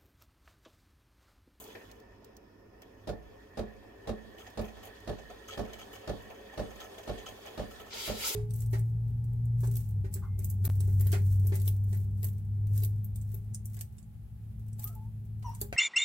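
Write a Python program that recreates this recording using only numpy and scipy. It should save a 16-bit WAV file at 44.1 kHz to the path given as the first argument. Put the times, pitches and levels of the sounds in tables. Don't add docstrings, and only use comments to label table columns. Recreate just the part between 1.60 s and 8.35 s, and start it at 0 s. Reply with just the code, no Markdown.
import sys
import numpy as np
from scipy import signal
from scipy.fft import rfft, irfft, next_fast_len
from scipy.io import wavfile

SR = 44100
rng = np.random.default_rng(int(sys.argv[2]) if len(sys.argv) > 2 else 0)


def generate_wav(signal):
    frames = np.transpose(np.atleast_2d(signal))
    scaled = np.clip(frames, -1, 1) * 32767
    pcm = np.round(scaled).astype(np.int16)
    wavfile.write(sys.argv[1], SR, pcm)


def boost_factor(decibels):
    exponent = np.asarray(decibels, float) / 20
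    return 10 ** exponent


N = 297675
TIME = np.arange(N) / SR
SIDES = np.array([[1], [-1]])


FIRST_STROKE_S, STROKE_EVERY_S, STROKE_DB = 1.469, 0.50037, -32.5
RETURN_LATE_MS = [6.19, 3, 2.97, 2.43, 6.6, 4.58, 6, 5.6, 5.98, 5.44, 5.14]
# after_start_ms, signed push on the casing, knock_db, tick_db, share of the delay (0-1)
CONTACTS = [(1.97, -0.73, -2.5, -10.5, 0.19), (6.03, 0.07, 2, -31, 0.05), (13.31, 0.47, -0.5, -24, 0.14),
            (21.03, -1.19, 4.5, -12, 0.13), (27.18, 1, 2.5, -39, 0.94), (38.22, -0.18, -4, -25.5, 0.24),
            (47.45, 1, -7.5, -30, 0.14), (56.06, -0.17, -3, -40, 0.66), (63.05, 0.74, -7.5, -37, 0.11)]
# pitch_hz, level_db, t60_s
CASING_MODES = [(48, 0, 0.061), (94.5, -9, 0.23)]
# pitch_hz, level_db, t60_s
PANEL_MODES = [(146, -18.5, 0.12), (191.6, -15, 0.18), (222, -9, 0.2), (259, -18.5, 0.088),
               (289.8, -13, 0.12), (364, -13.5, 0.12), (421.2, -9, 0.26), (479, -8.5, 0.058),
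               (552.6, -9, 0.074), (616, -2.5, 0.027), (707, -8.5, 0.062), (747, -8, 0.041),
               (854, -16.5, 0.077), (967, -15, 0.024), (1117, -23.5, 0.1), (1270, -25.5, 0.081),
               (1443, -28.5, 0.092), (1744, -23, 0.063)]
# freq_hz, level_db (per Hz)
VALVE_TONE = [(200, -10), (600, 4.5), (1100, 7), (2000, 0.5), (4000, 4.5), (5500, -1.5), (8000, -6.5),
              (15000, -15.5)]
# freq_hz, balance_db
PUMP_BALANCE = [(60, -8.5), (110, 8.5), (200, -12), (380, 0), (700, -4), (1290, -2), (2380, -2), (4400, -4),
                (8120, 0.0), (15000, 0.0)]
HAMMER_AFTER_MS, HAMMER_HZ, HAMMER_SWELL_MS, HAMMER_DB = 20.5, 590, 4.5, 3

# time_s, rush_db in the pipe, fizz_db at the tip
STEAM_LEVELS = [(0.0, -59.5, -47), (0.09, -60.5, -62.5), (0.3, -65.5, -70.5), (0.48, -75.5, -81),
                (0.8, -76.5, -80), (1.1, -85, -80), (1.26, -73.5, -77), (2.3, -69.5, -75.5),
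                (2.9, -64, -72), (3.8, -60.5, -70), (4.15, -59, -67), (4.9, -61, -68.5),
                (5.2, -58.5, -65.5), (6.3, -58.5, -64.5)]
# start_s, rush_db, fizz_db, gurgle_db, t60_s
SPITS = [(0.353, -57.5, -69, -68, 0.041), (1.217, -51, -71, -51.5, 0.061), (2.778, -52.5, -60, -54.5, 0.27),
         (2.865, -50, -67, -47.5, 0.065), (3.0094, -56, -47, -40, 0.064), (3.04, -55, -57, -46.5, 0.17),
         (3.0794, -54, -72, -59, 0.06), (3.167, -56.5, -62, -44, 0.049), (3.228, -56, -52, -50.5, 0.13),
         (3.2504, -55, -43, -61, 0.049), (3.268, -55, -52, -54, 0.07), (3.584, -48, -76, -44.5, 0.067),
         (3.6986, -50, -59, -41, 0.061), (3.878, -42.5, -52, -67, 0.15), (3.921, -56, -62, -49, 0.27),
         (4.0474, -49, -64, -47, 0.051), (4.13, -40, -48, -47, 0.059), (4.1835, -49.5, -54, -51, 0.12),
         (4.213, -49, -73, -61, 0.1), (4.327, -50.5, -47, -52, 0.1), (4.352, -49, -57, -56, 0.063),
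         (4.6194, -61, -49, -54, 0.03), (4.6994, -58, -63, -40.5, 0.066), (4.928, -51, -67, -47, 0.081),
         (5.102, -54, -63, -45.5, 0.075), (5.1562, -50, -55, -52, 0.05), (5.1994, -43, -53, -45, 0.11),
         (5.2394, -54, -56, -56, 0.095), (5.3414, -42, -71, -45, 0.033), (5.3795, -40.5, -52, -41.5, 0.071),
         (5.431, -43, -64, -47, 0.048), (5.576, -46, -67, -48.5, 0.14), (5.659, -40, -52, -46.5, 0.092),
         (5.6836, -47, -51, -50, 0.075), (5.852, -49, -57, -45.5, 0.19), (6.1055, -51, -52, -56, 0.08),
         (6.1953, -49.5, -52, -45, 0.083), (6.2594, -50, -68, -50, 0.082), (6.336, -42, -43, -43, 0.046)]
# freq_hz, level_db (per Hz)
RUSH_TONE = [(590, -36), (1000, -25), (1310, -4), (1540, -13), (1770, -2.5), (2030, -2.5), (3120, -2),
             (4340, -3.5), (5700, -9), (6440, -5), (8500, -10.5), (11000, -50), (18700, -120)]
# freq_hz, level_db (per Hz)
SEEP_TONE = [(590, -29), (1000, -0.5), (1080, -4), (1200, -17), (1490, -8), (1750, -17), (2870, -12),
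             (3230, -8), (5030, -17.5), (11000, -26.5), (14300, -67), (22000, -120)]
# freq_hz, level_db (per Hz)
FIZZ_TONE = [(6000, -3.5), (8500, -9), (10000, -6.5), (11000, -6.5), (13500, 0), (15500, -5)]
# freq_hz, level_db (per Hz)
GURGLE_TONE = [(300, -32), (450, 2.5), (600, 5), (800, 4), (1300, -14.5), (1800, -13), (2600, -4.5),
               (4000, -47)]
# centre_hz, width_hz, lift_db
PIPE = [(1310, 150, 5), (2290, 200, 6), (2970, 90, 5), (3250, 300, 8), (5200, 250, 5), (6450, 400, 8),
        (7600, 200, 3), (9630, 100, 3)]
# freq_hz, balance_db
STEAM_BALANCE = [(60, -3.5), (130, -1.5), (290, -10), (640, -1), (1410, 2), (3100, -1), (6820, -1),
                 (15000, 1)]
SURGE_DB, SURGE_RISE_S, SURGE_T60_S = -6, 0.018, 0.56
SPIT_RISE_S, GURGLE_RISE_S = 0.0066, 0.0065
GURGLE_LASTS = 2.16
DROPS_PER_S, DROP_CYCLES, DROPS_DB = 500, 70, -2

# time_s, roar_db, hiss_db
JET_LEVELS = [(6.27, -100, -110), (6.31, -48, -90), (6.334, -38, -75), (6.342, -42, -51.5),
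              (6.478, -39, -41.5), (6.534, -45.5, -51), (6.574, -40, -47), (6.674, -37.5, -31.5),
              (6.722, -40, -37.5), (6.75, -39, -33.5)]
# freq_hz, level_db (per Hz)
JET_TONE = [(530, -30), (900, -0.5), (1200, -17), (1320, 2), (1650, -13), (2080, -1.5), (3300, 1),
            (4590, 0.5), (5050, 1.5), (9000, -13.5), (11700, -57), (19800, -120)]
# freq_hz, level_db (per Hz)
HISS_TONE = [(5000, -20), (7000, 5), (8500, -2), (9800, 2), (10800, -1), (12000, 2.5), (14000, 1),
             (16000, -1)]

# time_s, level_db
SIMMER_LEVEL = [(0.0, -53), (0.17, -57.5), (1.02, -63.5), (1.67, -56.5), (2.48, -54.5), (2.84, -58),
                (3.6, -55), (4.3, -53), (5.47, -52.5), (6.28, -53.5), (6.47, -50), (6.75, -51)]
# freq_hz, level_db (per Hz)
SIMMER_TONE = [(88, -64), (150, -30), (220, -10), (334, -7.5), (399, 9), (450, 0.5), (788, -12),
               (1180, -11.5), (1300, -30), (2600, -12), (3380, -44), (5720, -120)]
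# centre_hz, width_hz, lift_db
SIMMER_PEAKS = [(215, 27, 14), (411, 130, 0.5), (536, 93, 8), (772, 170, 10.5)]
# freq_hz, level_db (per Hz)
WHINE_TONE = [(1450, -34), (1620, -12), (1720, -1), (1800, 0), (1880, -2), (1980, -12), (2200, -34),
              (3000, -70)]
# time_s, level_db
WHINE_LEVEL = [(0, -72), (.2, -64), (.5, -72), (1.1, -72), (1.5, -67), (2.4, -63.5), (4, -60.5),
               (6.75, -60.5)]
WHINE_FLUTTER_DB = 2.5
# start_s, level_db
METAL_TICKS = [(0.04, -46), (0.0762, -51), (0.314, -47), (0.4, -55), (0.6447, -49.5), (0.7665, -48),
               (1.219, -48), (2.9013, -53), (3.4022, -54)]
# freq_hz, level_db (per Hz)
METAL_TICK_TONE = [(2500, -11), (4500, 1), (6500, 0), (9000, -7.5), (12000, -3), (15500, 1)]
# start_s, level_db
PUFFS = [(0.101, -48.5), (0.15, -40.5), (0.179, -58), (0.2094, -52), (0.2937, -57)]
# freq_hz, level_db (per Hz)
PUFF_TONE = [(250, -17), (420, 7), (700, -8), (1400, -20), (1800, -7.5), (2600, -12.5), (3500, -22),
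             (5500, -26), (8000, -70)]
METAL_TICK_T60_S, PUFF_T60_S = 0.034, 0.14
BLIPS_PER_S, BLIP_CYCLES, BLIPS_DB = 25, 11.3, -1

# freq_hz, level_db (per Hz)
ROOM_TONE = [(18, 17.5), (30, -8.5), (55, 1.5), (69, -11), (103, -1), (124, -15), (160, -14.5), (220, -8),
             (301, -7), (662, -17.5), (775, -32), (907, -15.5), (1010, -20.5), (4260, -43), (5250, -34.5),
             (5830, -44), (15800, -104)]
# freq_hz, balance_db
ROOM_BALANCE = [(60, -2.5), (180, -2.5), (550, -3.5), (1650, 1.5), (4970, -7), (15000, -24)]
# freq_hz, likeness (1 = the same)
LIKENESS = [(60, 1), (180, 1), (550, 0.27), (1650, 0), (4970, -0.13), (15000, 0.0)]
ROOM_DB, HUM_HZ, HUM_DB = -54, 100, -68.5
KITCHEN_T60_S, NEARBY_T60_S = 0.3, 0.13


def pump():
    start_s = stroke_times()[:, None]
    late_ms = np.array(RETURN_LATE_MS)[:, None]
    stroke_db = STROKE_DB + rng.normal(0, 0.66, start_s.shape)
    after_ms, push, knock_db, tick_db, share = np.transpose(CONTACTS)
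    contact_s = start_s + (after_ms + share * late_ms) / 1000
    at = (contact_s * SR).astype(int)
    out = np.zeros((2, N))
    struck = [(mode, push) for mode in CASING_MODES] + [(mode, boost_factor(knock_db)) for mode in PANEL_MODES]
    for k, ((hz, db, t60), force) in enumerate(struck):
        way = (-1) ** k if k > 1 else 1
        uneven_db = rng.normal(0, 1.8 if k > 1 else 0.7, at.shape)
        clicks = np.zeros(N)
        clicks[at] = way * force * boost_factor(stroke_db + db + uneven_db)
        rung = ring(clicks, hz, t60)
        lag = int(0.22 * (k % 3 - 1) * (k > 2) * SR / hz)
        out += boost_factor(SIDES * at_hz(PUMP_BALANCE, hz) / 2) * [rung, np.roll(rung, lag)]
    ticks = bursts(contact_s.ravel(), (stroke_db + tick_db).ravel(), 0.07, 0.0017)
    age = TIME[:SR // 10]
    swell = age * 1000 / HAMMER_SWELL_MS
    hammer = swell * np.exp(1 - swell) * np.cos(2 * np.pi * HAMMER_HZ * age)
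    side_db = SIDES * at_hz(PUMP_BALANCE, HAMMER_HZ) / 2
    for hammer_s, db in zip(start_s + (HAMMER_AFTER_MS + late_ms) / 1000, stroke_db):
        i = int(hammer_s[0] * SR)
        out[:, i:i + len(hammer)] += boost_factor(db + HAMMER_DB + side_db) * hammer
    return out + ticks * noise(VALVE_TONE, STEAM_BALANCE)


def stroke_times():
    return FIRST_STROKE_S + STROKE_EVERY_S * np.arange(len(RETURN_LATE_MS))


def wand():
    rush_db, fizz_db = in_time(STEAM_LEVELS)
    surges = bursts(stroke_times(), SURGE_DB, SURGE_T60_S, SURGE_RISE_S)
    rush = boost_factor(rush_db) * (1 + surges)
    start_s, spit_db, spit_fizz_db, gurgle_db, t60 = np.transpose(SPITS)
    spits = bursts(start_s, spit_db, t60, SPIT_RISE_S)
    fizz = boost_factor(fizz_db) + bursts(start_s, spit_fizz_db, t60, SPIT_RISE_S)
    gurgle = bursts(start_s, gurgle_db, GURGLE_LASTS * t60, GURGLE_RISE_S)
    faint_pipe = np.multiply(PIPE, [1, 1, 0.2])
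    out = rush * noise(SEEP_TONE, STEAM_BALANCE, faint_pipe, patchy_db=2.2)
    out = out + spits * noise(RUSH_TONE, STEAM_BALANCE, PIPE, patchy_db=2.5)
    out = out + droplets(spits + boost_factor(-6.0) * rush)
    out = out + fizz * noise(FIZZ_TONE, STEAM_BALANCE)
    return out + gurgle * noise(GURGLE_TONE, ROOM_BALANCE)


def droplets(flow):
    born = rng.random(N) < DROPS_PER_S * boost_factor(6 * drift(25)) / SR
    size_db = 2.5 * np.minimum(rng.exponential(1, N), 3)
    clicks = born * boost_factor(size_db) * rng.choice([-1, 1], N) * flow
    dealt = rng.integers(0, len(PIPE), N)
    out = np.zeros((2, N))
    for k, (hz, width, lift) in enumerate(PIPE):
        rung = ring(clicks * (dealt == k), hz, DROP_CYCLES / hz) * boost_factor(at_hz(RUSH_TONE, hz) + lift)
        out += [rung, np.roll(rung, 3 + 5 * k)]
    return boost_factor(DROPS_DB) * out


def jet():
    roar_db, hiss_db = in_time(JET_LEVELS)
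    halved_pipe = np.multiply(PIPE, [1, 1, 0.5])
    roar = boost_factor(roar_db) * noise(JET_TONE, STEAM_BALANCE, halved_pipe, patchy_db=2.6, scatter=0.4)
    hiss = boost_factor(hiss_db) * noise(HISS_TONE, STEAM_BALANCE, patchy_db=1.0, scatter=0.4)
    return roar + hiss


def heater():
    simmer_db, whine_db = in_time(SIMMER_LEVEL)[0], in_time(WHINE_LEVEL)[0]
    ticks = bursts(*np.transpose(METAL_TICKS), METAL_TICK_T60_S, 0.00042)
    puffs = bursts(*np.transpose(PUFFS), PUFF_T60_S, 0.0014)
    whine = boost_factor(whine_db + WHINE_FLUTTER_DB * drift(30))
    out = boost_factor(simmer_db) * noise(SIMMER_TONE, ROOM_BALANCE, SIMMER_PEAKS, patchy_db=1.9)
    out = out + blips(simmer_db)
    out = out + whine * noise(WHINE_TONE, ROOM_BALANCE, scatter=0)
    out = out + ticks * noise(METAL_TICK_TONE, STEAM_BALANCE)
    return out + puffs * noise(PUFF_TONE, ROOM_BALANCE)


def blips(simmer_db):
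    born = rng.random(N) < BLIPS_PER_S * boost_factor(4 * drift(8)) / SR
    clicks = born * boost_factor(simmer_db + BLIPS_DB + 5.5 * np.minimum(rng.exponential(1, N), 3))
    pitches_hz = np.geomspace(560, 1400, 12)
    dealt = rng.integers(0, 12, N)
    rung = sum(ring(clicks * (dealt == k), hz, BLIP_CYCLES / hz) * 700 / hz for k, hz in enumerate(pitches_hz))
    soft = signal.lfilter(np.hanning(40) / 20, 1, rung)
    return soft * boost_factor(-1.5 * SIDES)


def room():
    hum = boost_factor(HUM_DB + 1.3 * drift(35)) * np.sin(2 * np.pi * HUM_HZ * TIME)
    return boost_factor(ROOM_DB) * noise(ROOM_TONE, ROOM_BALANCE) + hum * boost_factor(-2.5 * SIDES)


def kitchen(x):
    size = next_fast_len(N + SR)
    hz = np.arange(size // 2 + 1) * SR / size
    echoes = np.zeros((2, len(hz)), complex)
    for k, lag_s in enumerate(rng.uniform(0.0055, 0.03, 16)):
        loss = boost_factor(-60 * lag_s / KITCHEN_T60_S * (0.5 + hz / 5000))
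        loop = loss * np.exp(-2j * np.pi * hz * lag_s)
        echoes[k % 2] += loop / (1 - loop) * (-1) ** (k // 2)
    return irfft(echoes * rfft(x, size), size)[:, :N]


def noise(tone, balance, peaks=(), patchy_db=0, scatter=0.97):
    hz = np.arange(N // 2 + 1) * SR / N
    db = at_hz(tone, hz) - 40 * (hz < tone[0][0])
    for centre, width, lift in peaks:
        db = db + lift / (1 + (2 * (hz - centre) / width) ** 2)
    alike = np.clip(at_hz(LIKENESS, hz), 0, 1)
    bounce = rng.standard_normal((2, SR // 4)) * boost_factor(-60 * TIME[:SR // 4] / NEARBY_T60_S)
    shared, apart = rfft(bounce, N) / np.sqrt(np.sum(bounce ** 2) / 2)
    wet = scatter * (1 - alike)
    shared = (1 + wet * shared) / np.sqrt(1 + wet ** 2)
    ears = np.sqrt(1 + alike) * shared + SIDES * np.sqrt(1 - alike) * apart
    both = rfft(rng.standard_normal(N)) * ears * boost_factor(db + SIDES * at_hz(balance, hz) / 2)
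    if patchy_db:
        band = np.floor(1.5 * np.log2(hz / 200 + 1))
        together, out = drift(25), 0
        for k in range(int(band.max()) + 1):
            out = out + irfft(both * (band == k), N) * boost_factor(patchy_db * (0.81 * together + drift(30)))
    else:
        out = irfft(both, N)
    return out / np.sqrt(np.mean(out ** 2))


def ring(clicks, hz, t60):
    r, w = boost_factor(-60 / (t60 * SR)), 2 * np.pi * hz / SR
    return signal.lfilter([0, np.sin(w)], [1, -2 * r * np.cos(w), r * r], clicks + 1e-18)


def bursts(starts, levels_db, t60s, rises_s):
    out = np.zeros(N)
    for start_s, db, t60, rise in np.broadcast(starts, levels_db, t60s, rises_s):
        i = int(start_s * SR)
        age = TIME[:min(SR // 2, N - i)]
        out[i:i + len(age)] += boost_factor(db - 60 * age / t60) * (1 - np.exp(-age / rise))
    return out


def drift(rate):
    count = int(N / SR * 60)
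    return np.interp(TIME * rate, np.arange(count), rng.standard_normal(count))


def in_time(rows):
    time_s, *columns = np.transpose(rows)
    return [np.interp(TIME, time_s, c) for c in columns]


def at_hz(points, hz):
    freq_hz, values = np.transpose(points)
    return np.interp(np.log(hz + 1), np.log(freq_hz + 1), values)


def scene():
    knocks = pump()
    echo = boost_factor(-20) * kitchen(knocks.mean(axis=0))
    return knocks + echo + wand() + jet() + heater() + room()


def top_cut(x):
    return signal.sosfilt(signal.butter(12, 16620, fs=SR, output="sos"), x)


def record(dry):
    thin = signal.sosfilt(signal.butter(4, 38, "high", fs=SR, output="sos"), dry)
    mix = signal.sosfilt(signal.ellip(12, 0.5, 70, 15900, fs=SR, output="sos"), thin)
    return top_cut(mix)


dry = scene()
out = record(dry)
generate_wav(out)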